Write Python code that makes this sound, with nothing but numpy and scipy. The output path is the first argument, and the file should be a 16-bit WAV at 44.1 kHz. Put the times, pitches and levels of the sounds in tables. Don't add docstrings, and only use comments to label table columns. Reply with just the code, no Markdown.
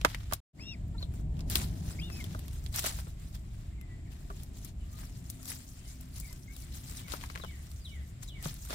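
import sys
import numpy as np
from scipy import signal
from scipy.fft import rfft, irfft, next_fast_len
from scipy.io import wavfile
from scipy.ndimage import uniform_filter1d, map_coordinates

SR = 44100
rng = np.random.default_rng(int(sys.argv[2]) if len(sys.argv) > 2 else 0)


def store_wav(level_fs):
    pcm = np.round(np.clip(np.atleast_2d(level_fs), -1, 1) * 32767)
    wavfile.write(sys.argv[1], SR, pcm.T.astype(np.int16))


def how_loud(loudness_db):
    steps = np.asarray(loudness_db, float) / 20
    return 10 ** steps


N = 385476

# start_s, deep_db, drone_db
TRAFFIC = [(0, -39.5, -52.5), (.3, -40, -52), (.6, -48, -46), (.73, -49.5, -49), (.85, -38, -47),
           (1.25, -36.5, -46), (1.6, -36, -41), (1.9, -39, -42), (2.6, -39.5, -47), (3.3, -41, -51),
           (4.3, -44, -51), (5.1, -43, -51.5), (5.4, -47, -53), (6.1, -45.5, -53.5), (6.6, -45, -52.5),
           (7.4, -46, -52), (7.65, -46.5, -55), (8.74, -43, -53)]
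# pitch_hz, gain_db
DEEP_COLOUR = [(12, -44), (20, -5.5), (59, 5), (160, -9.5), (210, -25.5), (350, -120)]
# pitch_hz, gain_db
DRONE_COLOUR = [(53, -55.5), (90, -6.5), (149, -6), (361, -21), (484, -33), (668, -27.5), (904, -38),
                (1000, -36), (1300, -67.5), (2200, -120)]
# pitch_hz, gain_db
AIR_COLOUR = [(410, -13), (700, -7), (886, -36), (1040, -4.5), (1520, -7.5), (2080, -5.5), (2840, -7.5),
              (4920, -12.5), (5990, -17), (7490, -6), (10100, -22.5), (14800, -22.5), (16000, -47)]
# pitch_hz, likeness (0 to 1)
FAR_LIKENESS = [(60, 1), (200, 0.97), (400, 0.6), (800, 0.28), (2000, 0.13), (8000, 0.05)]
# start_s, pitch_hz, level_db
ENGINES = [
    [(0.8, 157, -57), (1.75, 171.7, -43), (2.4, 155, -51.5)],
    [(4.8, 256, -65.5), (5.54, 254.5, -52), (5.85, 257, -63), (6.01, 253.4, -49), (6.12, 253.8, -60.5),
     (7.4, 264.2, -56)],
    [(6.5, 63.5, -43), (6.85, 70.7, -48), (8.0, 71.6, -42), (8.3, 66.6, -51)],
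]
# start_s (within the phrase), pitch_hz, level_db (relative)
PHRASE = [
    [(0, 4150, -4), (.01, 3900, 5), (.026, 3300, 3), (.04, 2980, 0), (.065, 2920, -4)],
    [(.06, 2350, -4), (.085, 2220, 2), (.115, 1980, 1), (.16, 1650, -9)],
]
# start_s, level_db (before the trees)
SONG = [(6.542, -69), (6.965, -62), (7.409, -58), (7.845, -57), (8.275, -57.5)]
# start_s, pitch_hz, level_db, octave_db
PEEPS = [
    [(.585, 1800, -39.5, -80), (.6, 2300, -49.5, -54), (.615, 2600, -52, -47), (.64, 2730, -53.5, -54),
     (.7, 2797, -45, -47.5), (.725, 2710, -45, -49), (.74, 2460, -51, -52), (.76, 1770, -47, -84)],
    [(1.985, 2010, -11, -65), (1.997, 2380, -37, -36), (2.012, 2720, -58, -63), (2.025, 2874, -49, -77),
     (2.07, 2924, -54, -77), (2.1, 2670, -54, -68), (2.13, 2584, -55, -48), (2.185, 2560, -53, -58),
     (2.21, 2130, -43.5, -73), (2.235, 2040, -49, -75)],
]
# start_s, pitch_hz, level_db
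SQUEAKS = [
    [(.63, 3160, -49), (.65, 3550, -59), (.68, 3740, -49), (.708, 3820, -48), (.722, 3530, -52),
     (.735, 3280, -63)],
    [(.975, 2970, -62), (.983, 3940, -45.5), (.993, 4400, -45), (1.008, 4600, -75), (1.028, 4150, -38),
     (1.05, 2980, -61)],
    [(2.01, 3160, -52), (2.024, 3180, -45), (2.032, 3550, -46), (2.05, 3560, -44), (2.068, 3768, -58),
     (2.08, 3700, -54), (2.095, 3200, -60)],
]
# start_s, pitch_hz, level_db
FAR_PEEPS = [
    [(3.7, 1520, -67), (3.745, 2410, -74), (3.82, 2310, -78), (3.9, 2370, -78)],
    [(3.77, 2200, -66), (3.82, 2050, -66), (3.86, 2000, -72), (3.91, 1956, -63), (4.02, 2025, -76)],
    [(4.05, 2500, -65), (4.085, 1660, -68)],
    [(4.8, 3020, -66), (4.85, 2870, -74)],
    [(4.85, 1175, -69), (5.07, 1290, -66)],
    [(5.0, 1900, -69), (5.07, 2400, -70)],
    [(5.82, 3190, -67), (5.88, 2900, -68)],
    [(5.86, 2050, -67), (5.95, 2420, -72)],
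    [(5.775, 2140, -68), (5.8, 3260, -64)],
    [(6.22, 2340, -55), (6.255, 2170, -56)],
    [(6.275, 2085, -61), (6.32, 2050, -60)],
    [(6.475, 2100, -56), (6.53, 2280, -65)],
    [(6.48, 1600, -69), (6.51, 1580, -72)],
    [(7.8, 5030, -63), (7.83, 4460, -62)],
]
# start_s, length_s, pitch_hz (at the start), level_db (before the soft ends)
CLUCKS = [(.94, .028, 470, -54), (1.0, .025, 520, -59), (4.295, .03, 600, -54), (5.39, .02, 680, -60),
          (6.3, .025, 1030, -61)]
# pitch_hz, gain_db
THROAT = [(250, -31), (500, 0), (1000, 2), (1400, -1), (1900, -8.5), (3000, -30)]
# start_s, strength_db, pitch_hz
THUDS = [(0.044, -34, 284), (0.319, -44, 149), (2.347, -54, 147), (4.299, -43, 400), (7.436, -41, 179),
         (8.457, -25, 151)]
# start_s, strength_db, crack_hz, spit_db (against the crack), left_right_db
SNAPS = [(0.012, -31, 2900, -28, 1), (.047, -8.5, 1130, -19, -5), (0.145, -22.5, 2070, -32, 1.5),
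         (.333, -23.5, 3860, 7.5, 7), (.878, -61, 6000, 15, 2), (1.137, -51, 1420, 8, 6),
         (1.367, -46, 2600, -21, 1), (1.391, -41.5, 2800, -13, 3), (1.405, -35.5, 4530, -20, -2),
         (1.498, -39, 3470, 17, 3), (1.511, -33, 5090, 8, 8), (1.554, -13, 3530, 5, 4),
         (1.57, -30, 4350, 9, 13), (2.24, -35, 3740, 3.5, 4), (2.391, -45, 3560, 13.5, 2),
         (2.48, -38.5, 3540, 3.5, -1), (2.53, -45, 3580, 7, 1), (2.638, -53, 6000, 12, 1),
         (2.661, -32, 3600, -12, -8), (2.74, -34, 3660, -5, 15), (2.759, -31, 6000, 15, 2.5),
         (2.791, -28, 3270, 12.5, -1), (2.862, -24.5, 4650, 12, 10), (3.349, -51, 1460, 0, 5),
         (3.811, -45, 2050, 4.5, 5), (4.432, -51, 4830, 19, 1), (4.646, -40.5, 5610, 13, 7),
         (5.299, -39.5, 4500, 16, 6), (5.428, -46, 5440, 11, 11), (5.454, -37, 5250, 6, 6),
         (5.516, -37, 2160, 12, 15), (6.008, -45, 5990, 12.5, 5), (6.199, -41.5, 6500, 16, 12),
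         (6.327, -38.5, 5360, 7.5, 8.5), (6.563, -40, 4460, 5, 9.5), (6.722, -43, 5680, -3, -2),
         (6.91, -35, 5920, -10, 14), (7.081, -34, 2020, -6, 11), (7.119, -27, 3810, -7, 15),
         (7.356, -26, 1280, -30, 5), (7.374, -31.5, 2250, -18, 4), (7.21, -40, 2500, -2, 6),
         (7.667, -45, 4500, -2, 2), (7.714, -45, 4500, 6, -1), (8.227, -52, 5220, 9, 16),
         (8.287, -51, 4970, 4, 4), (8.425, -39, 2250, 11, -1), (8.54, -45, 9000, 16.5, 11),
         (8.65, -49, 1190, 18, 7), (8.687, -45, 9000, 8.5, 12)]
# start_s, strength_db, crack_hz, knock_db (against the crack), left_right_db
TAPS = [(0.311, -36.5, 1340, -4, 3), (.322, -26, 1510, 2.5, -10.5), (.593, -51, 1110, 5, 4),
        (1.025, -45, 4100, 5, -1), (1.197, -54, 1370, 3, 4), (1.905, -48, 1980, 8, 18),
        (2.099, -36, 2000, -4, 8), (2.308, -43, 3490, -9, -2), (2.346, -43, 1060, 8.5, 2),
        (2.84, -25, 5980, -4, -4), (2.864, -40, 1000, 3, 2), (2.985, -47.5, 1000, 6.5, 3),
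        (3.068, -46.5, 1320, 7, 8), (4.3, -53, 1160, 16, -2), (6.458, -51, 2100, -1, -1),
        (7.135, -36, 1150, 10, 20), (7.237, -31, 1130, -14, 13), (7.298, -34.5, 2150, -2.5, 8),
        (7.351, -30, 2490, -9, 12), (7.398, -41, 1200, 2, 16), (7.435, -41.5, 1003, 10, 7),
        (7.445, -34.5, 1020, -4, 6), (8.454, -32.5, 1020, 5.5, 2), (8.696, -47.5, 1100, 9, 4),
        (8.704, -32, 4650, -1, 1), (8.725, -38, 1100, 7, -1)]
# pitch_hz, width_hz, gain_db
WOOD = [(390, 700, -3), (658, 112, 4.5), (1130, 156, -2), (1540, 320, -5)]
# crack_s, spit_s, knock_s, settling_s
SNAP_T60 = (.006, .005, .02, .05)
# pitch_hz, gain_db
TWIG_COLOUR = [(300, -28), (700, 0), (1500, -1.5), (4000, -0.5), (7000, -6.5), (12000, -11)]
# pitch_hz, gain_db
LEAF_COLOUR = [(2500, -11.5), (5000, -0.5), (8000, 1), (12000, -4.5), (16000, -3)]
# start_s, level_db, leaf_share_db, left_right_db
RUSTLE = [(0, -59.5, -11.5, 3), (.4, -63.5, -12.5, -0.5), (.55, -76.5, 0.5, 6), (1.45, -78, 0, 2.5),
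          (1.65, -60.5, -1.5, 1.5), (2.3, -54, -4, 1), (2.7, -60, -0.5, 2), (3.3, -72, -2, 1),
          (3.9, -90, -5, 6), (4.4, -80.5, 2, 2), (5.3, -61.5, -0.5, 3), (5.7, -57, 0, 3),
          (6.4, -70, -12, 4), (6.9, -60, -1.5, 3), (7.4, -57, -3.5, 3), (7.9, -60, 1, 1),
          (8.2, -76, -11.5, 6.5), (8.74, -46, 3.5, -0.5)]
# peak_s, strength_db, press_s, settle_s, leaf_share_db
STEPS = [(.062, -50.5, 0.046, 0.31, -26), (.345, -50.5, 0.072, 0.27, -11), (1.02, -56.5, .08, 0.057, -6),
         (1.2, -58, 0.13, 0.037, 0), (1.41, -59.5, 0.095, .04, -12), (1.506, -33, 0.0089, 0.092, -1.5),
         (1.56, -34, 0.055, 0.068, -1), (1.61, -42.5, 0.1, 0.16, -2.5), (1.91, -45, 0.11, 0.059, -1.5),
         (2.17, -53, 0.12, 0.18, 0), (2.6, -58, .06, 0.031, -1.5), (2.745, -38, 0.013, .15, -1.5),
         (2.795, -29.5, 0.056, 0.019, -1), (2.866, -30, 0.057, 0.058, -2), (2.989, -44, 0.21, 0.063, -1.5),
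         (3.08, -53.5, 0.13, 0.09, -1), (3.2, -57.5, 0.027, 0.43, -0.5), (3.35, -49, 0.017, 0.028, -3),
         (3.56, -62, 0.14, 0.31, -5), (4.12, -57.5, 0.032, .15, -4.5), (4.43, -56, 0.41, 0.052, -2),
         (4.66, -49.5, 0.22, 0.067, -1.5), (4.92, -56, 0.035, 0.53, 0), (5.04, -52.5, 0.23, 0.24, -2.5),
         (5.3, -44, 0.012, 0.014, 2), (5.48, -39.5, 0.044, .1, 0), (5.53, -46, 0.17, 0.17, -1),
         (5.87, -53, 0.051, 0.24, 0.5), (6.17, -48.5, .05, 0.28, 3), (6.33, -55.5, 0.24, 0.25, 15),
         (6.62, -49.5, 0.21, 0.065, 0), (6.751, -47, 0.059, 0.14, -0.5), (6.97, -46, 0.42, .15, -1),
         (7.13, -36, 0.052, 0.062, -4), (7.24, -50, 0.25, 0.17, -4), (8.09, -58, 0.11, 0.066, 2),
         (8.231, -43, 0.012, 0.037, -1), (8.288, -53.5, 0.092, 0.043, -0.5),
         (8.449, -38, 0.037, 0.094, -1.5), (8.74, -36.5, 0.076, .1, -18)]


def unit(x):
    return x / np.sqrt(np.mean(x ** 2) + 1e-20)


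def along(points, hz):
    f, v = np.transpose(points)
    return np.interp(np.log(hz + 1), np.log(f + 1), v)


def curves(rows, t=None):
    s, *columns = np.transpose(rows)
    if t is None:
        t = np.arange(N) / SR
    return [np.interp(t, s, column) for column in columns]


def wobble(rate):
    knots = rng.standard_normal(int(N * rate / SR) + 4)
    return map_coordinates(knots, [np.arange(N) * rate / SR])


def filtered(x, response):
    m = next_fast_len(x.shape[-1] + 4096)
    return irfft(rfft(x, m) * response(np.fft.rfftfreq(m, 1 / SR)), m)[..., :x.shape[-1]]


def ports(common, own, alike, pan_db, lag=1):
    delay_s = lag * 24 / SR

    def share(hz):
        return np.clip(along(alike, hz), 0, 1)

    def shared(hz):
        return np.sqrt(share(hz)) * np.exp(-2j * np.pi * np.outer([0, delay_s], hz))

    both = filtered(common, shared) + filtered(own, lambda hz: np.sqrt(1 - share(hz)))
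    return both * how_loud(np.array([[.5], [-.5]]) * np.asarray(pan_db))


def rush(colour, pan_db, lag):
    common, *own = filtered(rng.standard_normal((3, N)), lambda hz: how_loud(along(colour, hz)))
    return unit(ports(common, np.array(own), FAR_LIKENESS, pan_db, lag))


def add(track, s, sound):
    part = track[..., round(s * SR):][..., :sound.shape[-1]]
    part += sound[..., :part.shape[-1]]


def whistle(track, rows, start=0, db=0, rough=0.14):
    t = np.arange(rows[0][0], rows[-1][0], 1 / SR)
    hz, *levels = curves(rows, t)
    phase = 2 * np.pi * np.cumsum(hz) / SR
    flutter = 1 + rough * unit(uniform_filter1d(rng.standard_normal(len(t)), size=150))
    tone = sum(how_loud(level + db) * np.sin((k + 1) * phase) for k, level in enumerate(levels))
    add(track, start + t[0], tone * flutter * signal.windows.tukey(len(t), .2))


def echoes(x, t60, delay):
    t = np.arange(int(t60 * SR)) / SR
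    lumps = how_loud(3 * np.array([wobble(60), wobble(60)])[:, :len(t)])
    tail = rng.standard_normal((2, len(t))) * lumps * how_loud(-60 * t / t60) * (t > delay)
    return signal.fftconvolve(x[None], tail / np.linalg.norm(tail[0]), axes=1)[:, :N]


def background():
    deep_db, drone_db = curves(TRAFFIC)
    drone_db = drone_db + 1.3 * wobble(4.6)
    deep = how_loud(deep_db + 0.42 * wobble(6.8)) * rush(DEEP_COLOUR, pan_db=0.0, lag=0.54)
    drone = how_loud(drone_db) * rush(DRONE_COLOUR, pan_db=3.5, lag=0.23)
    air = how_loud(-66 + 2.0 * wobble(13)) * rush(AIR_COLOUR, pan_db=0.5, lag=1)
    return deep + drone + air


def engines():
    track = np.zeros(N)
    for rows in ENGINES:
        whistle(track, rows)
    uneven = track * how_loud(2.0 * wobble(10))
    return ports(uneven, np.zeros((2, N)), [(1000, 0.6)], 0.92, lag=0.79)


def songbird():
    bird = np.zeros(N)
    for s, db in SONG:
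        for slur in PHRASE:
            whistle(bird, slur, s, db, rough=.2)
    straight = filtered(bird, lambda hz: 1 / (1 + (3100 / (hz + 1)) ** 5))
    direct = how_loud(8) * ports(straight, np.zeros((2, N)), [(1000, 1)], 1.3)
    return direct + how_loud(2) * echoes(bird, t60=.42, delay=0.0027)


def chickens():
    near, far = np.zeros(N), np.zeros(N)
    for rows in PEEPS + SQUEAKS:
        whistle(near, rows, rough=0.27)
    for rows in FAR_PEEPS:
        whistle(far, rows, rough=.4)
    for s, length, hz, db in CLUCKS:
        t = np.arange(int(length * SR)) / SR
        turns = hz * t * (1 - 1.14 * t)
        buzz = sum(how_loud(along(THROAT, k * hz)) * np.sin(2 * np.pi * k * turns) for k in range(1, 6))
        add(near, s, how_loud(db) * unit(buzz) * np.hanning(len(t)))
    direct = ports(near, np.zeros((2, N)), [(1000, 0.8)], 4.7, lag=0.16)
    direct = direct + ports(far, np.zeros((2, N)), [(1000, 0.88)], 2.0)
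    return direct + echoes(how_loud(-15) * near + how_loud(3) * far, t60=0.13, delay=0.0029)


def thuds():
    track, t = np.zeros(N), np.arange(SR // 10) / SR
    rise = 1 - np.exp(-t / .003)
    for s, db, hz in THUDS:
        add(track, s, how_loud(db - 60 * t / 0.11) * rise * np.sin(2 * np.pi * hz * t))
    return ports(track, np.zeros((2, N)), [(1000, 1)], 1.5, lag=0.34)


def wood(f):
    return sum((-1) ** k * how_loud(db) * 1j * f * width / (hz * hz - f * f + 1j * f * width)
               for k, (hz, width, db) in enumerate(WOOD))


def snaps():
    track, t = np.zeros((2, N)), np.arange(SR // 10) / SR
    crack_t60, spit_t60, knock_t60, settle_t60 = SNAP_T60
    swell_s = .0018
    swell = np.minimum(t / swell_s, 1) ** 4

    def burst(t60):
        return swell * (how_loud(-60 * np.maximum(t - swell_s, 0) / t60) + how_loud(-4 - 60 * t / settle_t60))

    def peak(x):
        return x / np.abs(x[0]).max()

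    breaks = [(s, db, hz, spit, -13.5, pan) for s, db, hz, spit, pan in SNAPS]
    breaks += [(s, db, hz, -11, knock, pan) for s, db, hz, knock, pan in TAPS]
    for s, db, hz, spit_db, knock_db, pan_db in breaks:
        noise = rng.standard_normal((3, 3, len(t)))
        crack = filtered(noise[0] * burst(crack_t60),
                         lambda f: 1 / np.sqrt(1 + (2.1 * (f / hz - hz / (f + 1))) ** 2))
        spit = filtered(noise[1] * burst(spit_t60), lambda f: (f / 6000) ** 4 / (1 + (f / 6000) ** 4))
        knock = filtered(noise[2] * burst(knock_t60), wood)
        common, *own = peak(crack) + how_loud(spit_db) * peak(spit) + how_loud(knock_db) * peak(knock)
        pair = ports(common, np.array(own), [(500, 1.0), (2000, 0.24), (8000, 0.12)], pan_db, lag=0.63)
        level = np.sqrt(2) * np.abs(common).max() / np.abs(pair.sum(0)).max()
        add(track, s, how_loud(db) * pair * level)
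    return track


def crackle(colour, density, spread_db, life, patchy_db):
    strength = how_loud(spread_db * np.minimum(rng.exponential(size=N), 3.5))
    kicks = (rng.random(N) < density / SR) * strength
    t = np.arange(SR // 50) / SR
    bursts = 1.55 + unit(signal.fftconvolve(kicks, how_loud(-60 * t / life))[:N])
    z = signal.stft(bursts * rng.standard_normal((3, N)), nperseg=256)[2]
    field = uniform_filter1d(rng.standard_normal(z.shape[1:]), size=9, axis=0)
    field = uniform_filter1d(field, size=5, axis=1)
    patchy = signal.istft(z * how_loud(patchy_db * unit(field)), nperseg=256)[1][:, :N]
    common, *own = filtered(patchy, lambda hz: how_loud(along(colour, hz)))
    return unit(common), unit(np.array(own))


def litter():
    t = np.arange(0, N / SR + .01, .001)
    bed_db, bed_leaf_db, pan_db = curves(RUSTLE, t)
    s, db, press, settle, leaf_db = np.transpose(STEPS)[:, :, None]
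    slope_s = np.maximum(np.where(t < s, press, settle), .005)
    steps = how_loud(db - 20 * np.abs(t - s) / slope_s) ** 2
    bed = how_loud(bed_db) ** 2
    power = steps.sum(0) + bed
    leafy = ((steps * how_loud(leaf_db)).sum(0) + bed * how_loud(bed_leaf_db)) / power
    rows = np.transpose([t, np.sqrt(power), np.clip(leafy, 0, .98), pan_db])
    level, leaf, pan_db = curves(rows)
    clumps = level * how_loud(1.6 * wobble(30) + 0.6 * wobble(70))
    twig_parts = crackle(TWIG_COLOUR, 500, spread_db=3.0, life=0.01, patchy_db=2.0)
    twigs = ports(*twig_parts, [(1000, 0.28), (8000, 0.27)], pan_db)
    leaf_parts = crackle(LEAF_COLOUR, 700, spread_db=1.0, life=0.0084, patchy_db=3.5)
    leaves = ports(*leaf_parts, [(4000, 0.15), (14000, 0.1)], pan_db)
    return clumps * (np.sqrt(1 - leaf ** 2) * twigs + leaf * leaves)


def scene():
    return background() + engines() + songbird() + chickens() + thuds() + snaps() + litter()


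def low_pass(x):
    return signal.sosfilt(signal.butter(12, 16800, fs=SR, output="sos"), x)


def record(dry):
    t = np.arange(N) / SR
    fade_out = np.interp(t, (.33, .423), [1, 0])
    fade_in = np.interp(t, (.5305, .607), [3e-5, 1])
    fade = np.where(t < .4025, fade_out, fade_in)
    limited = filtered(dry, lambda hz: 1 / (1 + (hz / 15650) ** 60))
    return low_pass(limited * fade)


dry = scene()
out = record(dry)
store_wav(out)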